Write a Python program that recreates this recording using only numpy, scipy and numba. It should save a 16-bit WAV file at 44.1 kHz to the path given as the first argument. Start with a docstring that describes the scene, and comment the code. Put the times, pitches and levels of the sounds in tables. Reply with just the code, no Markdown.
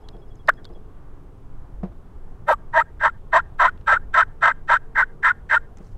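"""Wind rumble and river hush, a bird trill and small gear clicks; then a turkey call close by: a cluck, twelve yelps.
Call: uneven stick-slip pulses ring a wooden box, with clean squeaks where a stroke catches, locks or lets go.
Behind it: the far bank's faint echo (scattered noise), a wavering motor drone (two sines), the trill (falling sines).
In the boat: clicks and rustles (filtered noise), knocks (decaying hull modes). Air: noise bands moved by gusts."""
import sys
import numpy as np
from scipy import signal
from scipy.io import wavfile
from scipy.ndimage import uniform_filter1d, minimum_filter1d
from numba import njit

SR = 44100
rng = np.random.default_rng(int(sys.argv[2]) if len(sys.argv) > 2 else 0)


def digitize_waveform(pressure):
    """Quantize a signal to 16-bit integers and store it at the path in sys.argv[1].

    Rows of a 2-D input are taken as channels; values are limited to [-1, 1].
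    """
    field = np.atleast_2d(pressure).T
    bounded = np.clip(field, -1, 1)
    quanta = np.round(bounded * 32767).astype(np.int16)
    wavfile.write(sys.argv[1], SR, quanta)


N = 263277  # samples


def undb(db):
    """Decibels to amplitude."""
    return 10 ** (np.asarray(db) / 20)


def unit(x):
    """Scale to rms 1."""
    return x / np.sqrt(np.mean(x ** 2))


@njit
def svf(x, hz, width_hz):
    """State-variable band-pass with a movable centre, gain 1 at the centre."""
    y = np.empty(len(x))
    band_state, low_state = 0., 0.
    for i in range(len(x)):
        g = np.tan(np.pi * hz[i] / SR)
        damping = width_hz / hz[i]
        v = (band_state + g * (x[i] - low_state)) / (1 + g * (g + damping))
        band_state = 2 * v - band_state
        low_state += 2 * g * v
        y[i] = damping * v
    return y


def band(x, hz, width_hz):
    """Steep band: the resonance applied twice."""
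    hz = hz + np.zeros(len(x))
    once = svf(x, hz, 1. * width_hz)
    return svf(once, hz, 1. * width_hz)


def walk(rate_hz):
    """Random levels held 1 / rate_hz and slewed twice; spread near 1."""
    hold = int(SR / rate_hz)
    steps = np.repeat(rng.standard_normal(N // hold + 1), hold)
    return 1.3 * uniform_filter1d(uniform_filter1d(steps, hold), hold)[:N]


def add(track, start_s, sound):
    """Mix a short sound in at start_s."""
    i = int(start_s * SR)
    track[i:i + len(sound)] += sound[:N - i]


def decay(t, t60_s):
    """Exponential fall of 60 dB in t60_s."""
    return np.exp(-np.log(1000) * t / t60_s)


def glide(length_s, from_hz, to_hz, lateness, roundness):
    """Sine gliding under a round envelope, and the envelope."""
    u = np.linspace(0, 1, int(length_s * SR))
    shape = np.abs(np.sin(np.pi * u ** lateness)) ** roundness
    phase = 2 * np.pi * np.cumsum(from_hz + (to_hz - from_hz) * u) / SR
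    return shape * np.sin(phase), shape


# air spectrum: (centre_hz, relative_density_db)
AIR_SPECTRUM = [(7.1, -26), (12, 3), (38, -11.5), (75, -18), (114, -20), (274, -36), (308, -39), (426, -29),
                (467, -41), (708, -45), (833, -35.5), (1390, -51), (2200, -64), (3050, -63.5), (3960, -89),
                (6710, -120)]
# wind gusts, used about their mean: (time_s, rumble_db)
GUSTS = [(0.0, -45), (1.71, -45), (1.76, -38.5), (1.96, -45.5), (3.86, -43), (3.94, -37), (4.19, -44.5),
         (5.8, -46), (5.97, -36.5)]
AIR_RMS_DB, FLICKER_DB = -36, 1.5


def air():
    """Wind and river hush in half-octave noise bands; gusts move the lowest most."""
    time_s, gust_db = np.transpose(GUSTS)
    gust_db = np.interp(np.arange(N) / SR, time_s, gust_db - gust_db.mean())
    centre_hz, density_db = np.transpose(AIR_SPECTRUM)
    out = 0
    for hz in 12 * 2 ** np.arange(0, 8.6, .5):
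        level_db = np.interp(np.log(hz), np.log(centre_hz), density_db)
        level_db = level_db + gust_db * min(40 / hz, 1) + FLICKER_DB * walk(7.1)
        out = out + undb(level_db) * band(rng.standard_normal(N), hz, hz / 2)
    return undb(AIR_RMS_DB) * unit(out)


# far motor, before wavering: (time_s, firing_hz, second_partial_db, third_partial_db)
DRONE = [(0, 145.4, -64.5, -57), (1.001, 142.3, -57.5, -63.5), (1.598, 137.4, -56.5, -83),
         (2.4, 137.1, -68.5, -68.5), (3.8, 141.6, -69, -62), (4.602, 148.3, -62.5, -60),
         (5.299, 154, -69.5, -56), (5.97, 151.5, -80.5, -63)]


def motor():
    """Far engine: partials two and three of the firing rate, wavering in pitch and level."""
    time_s, *columns = np.transpose(DRONE)
    firing_hz, second_db, third_db = (np.interp(np.arange(N) / SR, time_s, c) for c in columns)
    phase = 2 * np.pi * np.cumsum(firing_hz * (1 + 0.0094 * walk(4.0))) / SR
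    second = undb(second_db + 0.83 * walk(5)) * np.sin(2 * phase)
    third = undb(third_db + 2.5 * walk(12)) * np.sin(3 * phase)
    return second + third


# trill, low then high note: (first_note_s, period_s, mid_pitch_hz)
TRILL = [(.04, .0884, 3320), (.008, .0893, 5090)]
# same rows: (first_note_peak_db, growth_db_per_note)
TRILL_LEVELS = [(-63, 0.44), (-75, 0.5)]
TRILL_NOTES, NOTE_S, NOTE_FALL_HZ = 9, .032, 80


def bird():
    """Two pitches in turn: short whistles that each fall a little, evenly paced, slowly louder."""
    out = np.zeros(N)
    for (first_s, period_s, hz), (peak_db, growth_db) in zip(TRILL, TRILL_LEVELS):
        note, _ = glide(NOTE_S, hz + NOTE_FALL_HZ / 2, hz - NOTE_FALL_HZ / 2, 0.57, 0.83)
        for k in range(TRILL_NOTES):
            add(out, first_s + k * period_s, undb(peak_db + k * growth_db) * note)
    return out


# cloth and gear, level before the fade: (start_s, length_s, rms_db, centre_hz, filter_width_hz)
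RUSTLES = [(.69, 0.087, -60, 600, 700), (1.857, 0.12, -60, 502, 708), (5.771, 0.22, -71, 5500, 6020),
           (5.768, 0.06, -55.5, 594, 800)]


def rustle():
    """Cloth and gear: patchy noise grains under a rounded fade in and out."""
    out = np.zeros(N)
    grains = undb(3.5 * walk(150)) * rng.standard_normal(N)
    for start_s, length_s, rms_db, hz, width_hz in RUSTLES:
        piece = grains[int(start_s * SR):int((start_s + length_s) * SR)]
        fade = np.hanning(len(piece)) ** .5
        add(out, start_s, undb(rms_db) * unit(band(piece, hz, width_hz)) * fade)
    return out


# gear clicks and scuffs: (start_s, peak_db, ring_hz)
CLICKS = [(0.0864, -35, 3360), (0.1657, -54, 3330), (.3548, -53, 6300), (.4744, -34, 3880),
          (0.537, -49, 4400), (0.6445, -39, 3700), (0.652, -32, 3680), (0.69, -54, 3900), (.735, -59, 3347),
          (3.7755, -51, 2940), (3.8107, -54.5, 3080), (5.7709, -44, 6360), (5.7833, -49, 5540),
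          (5.8675, -55, 5730)]
CLICK_T60_S, CLICK_ATTACK_S = .012, .0008


def clicks():
    """Small hard contacts: brief noise bursts through a ring, a body and a treble band."""
    out, t = np.zeros(N), np.arange(4000) / SR
    for start_s, peak_db, ring_hz in CLICKS:
        burst = rng.standard_normal(4000) * decay(t, CLICK_T60_S) * (1 - np.exp(-t / CLICK_ATTACK_S))
        click = band(burst, ring_hz, 1700)
        click = click + 0.6 * band(burst, 1300, 2200) + 0.051 * band(burst, 7000, 6000)
        add(out, start_s, undb(peak_db) * click / np.abs(click).max())
    return out


# hull modes: (mode_hz, relative_level_db, t60_s)
HULL = [(187.8, 8.5, 0.089), (348, -4, .15), (463, -4, 0.096), (576, -7, 0.029), (678, 5, 0.014)]
# knocks: (time_s, peak_db, brightness_db); brightness lifts every mode but the first
KNOCKS = [(0.146, -37, 7), (0.701, -34.5, 13), (0.723, -56, 4), (0.761, -37.5, 4), (1.835, -16, -5),
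          (5.804, -33, -2)]


def knocks():
    """Soft blows ring the hull's low modes; its many higher modes merge into a short rattle."""
    out, t = np.zeros(N), np.arange(int(.25 * SR)) / SR
    for time_s, peak_db, bright_db in KNOCKS:
        ring = 0
        for k, (hz, level_db, t60_s) in enumerate(HULL):
            mode = decay(t, t60_s) * np.sin(2 * np.pi * hz * t)
            ring = ring + undb(level_db + bright_db * (k > 0)) * mode
        rattle = band(rng.standard_normal(len(t)), 560, 480) * decay(t, 0.16)
        knock = ring * (1 - np.exp(-t / 0.004)) + undb(0.62 * bright_db + 7.5) * rattle
        add(out, time_s - .003, undb(peak_db) * knock / np.abs(knock).max())
    return out


BANK_S, BANK_SPREAD_S, BANK_DB = .09, .018, -71.5  # delay, decay constant, gain
NEAR_S, NEAR_DB = .017, -58.5  # decay constant, gain


def bank_echo(x):
    """Near ground and water return a short smear; the steep bank a later, scattered echo."""
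    t = np.arange(int(.4 * SR)) / SR
    late = np.clip(t - BANK_S, 0, None) / BANK_SPREAD_S
    bank = undb(BANK_DB) * (late > 0) * np.exp(-late)
    near = undb(NEAR_DB) * np.exp(-t / NEAR_S)
    return signal.fftconvolve(x, rng.standard_normal(len(t)) * (bank + near))[:N]


# strokes, layer levels before shaping: (bite_s, attack_s, length_s, bite_db, swell_db, letting_go_db,
# upper_bite_hz, upper_swell_hz, lower_hz, lower_db, second_partial_db, scrape_db, fizz_db)
STROKES = [(0.4876, .011, .012, -2.5, -10, -10, 1500, 1600, 999, -6, -1.5, -23.5, -44),
           (2.489, .024, .046, -10.5, -11.5, -10, 1405, 1290, 888.7, -1, -1.5, -25, -42.5),
           (2.739, .012, .076, -21.5, -5.5, -6.5, 1600, 1680, 939.2, -1, -4.5, -27.5, -50.5),
           (3.012, .016, .08, -23.5, -8.5, -18.5, 1530, 1356, 973.7, -3, -12, -24.5, -54.5),
           (3.333, .014, .07, -10, -9.5, -25, 1600, 1600, 998.3, 0.5, -8, -23.5, -50),
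           (3.599, .014, .093, -12.5, -9.5, -23, 1536, 1381, 1021, -2, -8.5, -23.5, -53),
           (3.88, .018, .094, -12.5, -10, -27, 1498, 1341, 963.5, -1.5, -14.5, -23.5, -56.5),
           (4.147, .016, .082, -13, -9.5, -13, 1530, 1380, 1019, -4, -11, -22.5, -55),
           (4.431, .022, .086, -11.5, -11, -19.5, 1500, 1380, 980.8, -4, -10.5, -23.5, -63.5),
           (4.698, .024, .07, -11, -11, -18.5, 1564, 1460, 974.7, -3, -14.5, -22.5, -63),
           (4.958, 0.01, .078, -16.5, -9.5, -20.5, 1671, 1630, 986.7, -8.5, -20.5, -26.5, -66.5),
           (5.236, .012, .078, -12, -11, -14.5, 1690, 1560, 1000, -6.5, -23.5, -25, -63),
           (5.501, .01, .074, -15.5, -9.5, -16.5, 1629, 1470, 966.4, -6, -19, -23.5, -54.5)]
# scatter of the slips: one value a stroke (log scale, no unit)
UNEVEN = [.1, .07, .08, .3, .09, .2, .25, .22, .3, .25, .15, .12, .14]
# offsets on a stroke's layer level: (touch_db, bite_db, swell_db, letting_go_db, lift_db)
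LOWER_SHAPE = (-3.5, -3.5, -2.1, -4.5, 0)
# the same five columns [dB], for the ring on the slips' second partial, below the lower ring
SECOND_PARTIAL_SHAPE = (-0.95, -3.5, -1.2, -15.5, -6)
# the same five columns [dB], for the scrape and the fizz
SCRAPE_SHAPE = (11, -1.5, 1.42, -4, 10)
FIZZ_SHAPE = (18, -2.5, -1.1, 4.5, 21.5)
SWELL_AT = 0.58  # share of the length
TOUCH_DB, LIFT_DB = -48.5, -79  # as the lid touches, after it has lifted
RELEASE_S, RELEASE_SHARE = .025, .75  # longest release; its limit as a share of the length
LOWER_RISE = 0.022  # the lower ring climbs by this share over a stroke


def strokes():
    """Hand on the lid: controls at touch, bite, swell, letting go and lift, joined by lines."""
    rows = []
    for (bite_s, attack_s, length_s, bite_db, swell_db, go_db, bite_hz, swell_hz,
         lower_hz, lower_db, second_partial_db, scrape_db, fizz_db) in STROKES:
        release_s = min(RELEASE_S, RELEASE_SHARE * length_s)
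        along = np.array([0, 0, SWELL_AT, 1, 1])
        rows.append([bite_s + along * length_s + [-attack_s, 0, 0, 0, release_s],
                     [TOUCH_DB, bite_db, swell_db, go_db, LIFT_DB],
                     [bite_hz, bite_hz, swell_hz, swell_hz, swell_hz],
                     lower_hz * (1 + LOWER_RISE * (along - .5)),
                     second_partial_db + np.array(SECOND_PARTIAL_SHAPE),
                     lower_db + np.array(LOWER_SHAPE),
                     scrape_db + np.array(SCRAPE_SHAPE),
                     fizz_db + np.array(FIZZ_SHAPE)])
    t = np.arange(N) / SR
    uneven = sum(u * ((t >= row[0][0]) & (t <= row[0][-1])) for u, row in zip(UNEVEN, rows))
    time_s, *columns = np.concatenate(rows, axis=1)
    return uneven, [np.interp(t, time_s, c) for c in columns]


@njit
def slip(hz, uneven, chance):
    """A pulse at each slip; unevenness varies how long the wood sticks and how hard it lets go."""
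    out = np.zeros(len(hz) + 1)
    phase, k = 0., 0
    for i in range(len(hz)):
        step = hz[i] * np.exp(uneven[i] * chance[k, 0]) / SR
        phase += step
        if phase >= 1:
            phase -= 1
            k += 1
            size = np.exp(uneven[i] * chance[k, 1])
            out[i] += size * phase / step  # pulse split between two samples
            out[i + 1] += size * (1 - phase / step)
    return out[:-1]


# catches, locks and releases: (start_s, length_s, from_hz, to_hz, peak_db, lateness, hush)
# lateness [exponent]: higher peaks later; hush [0-1]: how strongly it silences the rasp
SQUEAKS = [(0.4928, 0.012, 1192, 1800, -4.5, 0.23, 0.81), (2.495, .01, 862, 854, -12, 1.36, 0.18),
           (2.517, 0.018, 927, 900, -13, 1.1, 0.35), (2.526, 0.023, 1172, 1189, -18, 0.67, 0.71),
           (2.779, 0.033, 912, 948, -9.5, 0.64, 0.56), (2.78, .029, 1852, 1950, -15, 0.59, 0.23),
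           (2.803, 0.021, 1152, 1416, -14, 1.2, .95), (3.083, 0.017, 1289, 1446, -22.5, 1.05, .95),
           (3.392, 0.012, 1340, 1454, -16, 0.64, 0.74), (3.681, 0.013, 1433, 1466, -14.5, 0.94, .95),
           (3.962, 0.013, 1367, 1477, -12, 1.8, .95), (4.219, .014, 1485, 1531, -10, 2.1, .95),
           (4.51, 0.01, 1480, 1620, -15, 1.9, 0.65), (4.755, .015, 1442, 1500, -11.5, 2.9, 1),
           (4.955, 0.019, 2241, 1312, -15, 2.1, 0.86), (5.025, 0.016, 1380, 1615, -10.5, 0.56, 0.87),
           (5.231, 0.014, 2220, 1280, -14.5, 1.54, 0.99), (5.284, 0.034, 1336, 1492, -10.5, 3.1, 0.66),
           (5.495, .017, 2153, 1340, -24, 1.3, 0.8), (5.552, 0.027, 1364, 1430, -10, 2.4, 0.72)]


def squeaks():
    """Contact locked on one ring: gliding sines, and how steady the contact is."""
    squeak, steady = np.zeros(N), np.zeros(N)
    for start_s, length_s, from_hz, to_hz, peak_db, lateness, hush in SQUEAKS:
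        tone, shape = glide(length_s, from_hz, to_hz, lateness, 0.63)
        add(squeak, start_s, undb(peak_db) * tone)
        add(steady, start_s, shape * np.clip(hush, 0, 1))
    return squeak, steady


def ring_at(x, hz, width_hz):
    """One ring, which the wandering contact feeds now more, now less."""
    return undb(3 * walk(90)) * band(x, hz, width_hz)


# box modes: (mode_hz, filter_width_hz, relative_level_db)
BOX = [(1320, 120, 0), (1600, 130, -1), (1830, 120, -2), (2050, 170, -7)]
# scrape bands: (centre_hz, filter_width_hz, relative_level_db)
SCRAPE = [(2485, 610, 3), (3094, 300, 4.5), (3560, 480, 1.5), (4350, 57, -14.5), (5370, 1200, -12.5),
          (5750, 320, -15.5), (7675, 350, -10.5)]
# fizz bands: (centre_hz, filter_width_hz, relative_level_db)
FIZZ = [(9500, 580, 0), (11300, 1300, 0.5), (13500, 1500, -10)]
TING_HZ, TING_WIDTH_HZ, TING_DB, TING_LINGER_S = 7710, 480, -56.5, 0.0085  # high ring outlasting the stroke


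def turkey_call():
    """Slips at a third of the lower ring's pitch put partials two and three under the box modes."""
    uneven, (db, upper_hz, lower_hz, second_partial_db, lower_db, scrape_db, fizz_db) = strokes()
    slips = unit(slip(lower_hz / 3, uneven, rng.standard_normal((N // 30, 2))))
    rub = slips + 1.8 * uneven * rng.standard_normal(N)  # grit between the slips

    held = svf(rub, upper_hz, 390.0)  # the grip favours one part of the box modes
    upper = unit(sum((-1) ** k * undb(level_db) * ring_at(held, hz, width_hz)
                     for k, (hz, width_hz, level_db) in enumerate(BOX)))
    lower = undb(lower_db) * unit(ring_at(rub, lower_hz, 210))
    second_partial = undb(second_partial_db) * unit(ring_at(rub, lower_hz * 2 / 3, 170))

    grit = 0.15 * slips + undb(1 * walk(220)) * rng.standard_normal(N)
    scrape = undb(scrape_db) * unit(sum(undb(d) * band(grit, hz, w) for hz, w, d in SCRAPE))
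    fizz = undb(fizz_db) * unit(sum(undb(d) * band(grit, hz, w) for hz, w, d in FIZZ))
    squeak, steady = squeaks()

    upper_share = np.sqrt(np.clip(1 - undb(lower_db) ** 2 - undb(second_partial_db) ** 2, .1, 1))
    light = undb(.6 * np.minimum(db + 20, 0))  # a light touch barely wakes the lower rings
    ring = upper_share * upper + light * (lower + second_partial)
    swing = np.sqrt(uniform_filter1d(ring ** 2, size=70) + 0.017)
    ring = ring / swing ** .4  # the rasp's loudest swings are evened out
    ring = ring * (1 - .94 * np.clip(steady, 0, 1) ** .7)  # a steady squeak replaces the rasp
    rasp = ring + (scrape + fizz) * swing * (1 - 0.52 * steady)
    level = (uneven > 0) * undb(db)
    call = level * rasp + squeak

    fade = np.exp(-1 / (TING_LINGER_S * SR))
    linger = signal.lfilter([1 - fade], [1, -fade], level)
    ting = unit(ring_at(grit, TING_HZ, TING_WIDTH_HZ))
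    call = call + undb(TING_DB) * linger ** 0.72 * ting
    # the small box radiates little bass
    return signal.sosfilt(signal.butter(3, 430, "high", fs=SR, output="sos"), call)


def scene():
    """Background, boat, call and echo summed to one channel."""
    call = turkey_call()
    background = air() + motor() + bird()
    boat = rustle() + clicks() + knocks()
    return (background + boat + bank_echo(call) + call)[None, :]


HISS_GAIN_DB, TOP_HZ = -73.5, 15750


def record(dry):
    """A limiter holds the loudest peaks; hiss is added and the top cut steeply."""
    hiss = svf(rng.standard_normal(N), np.full(N, 6000.), 11000.0)
    peak = -minimum_filter1d(-np.abs(dry), size=130)  # running maximum
    peak = uniform_filter1d(peak, size=130)
    held = dry * np.minimum(1, .89 / peak)
    top_cut = signal.ellip(10, .2, 80, TOP_HZ, fs=SR, output="sos")
    return signal.sosfilt(top_cut, held + undb(HISS_GAIN_DB) * hiss)


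dry = scene()
out = record(dry)
digitize_waveform(out)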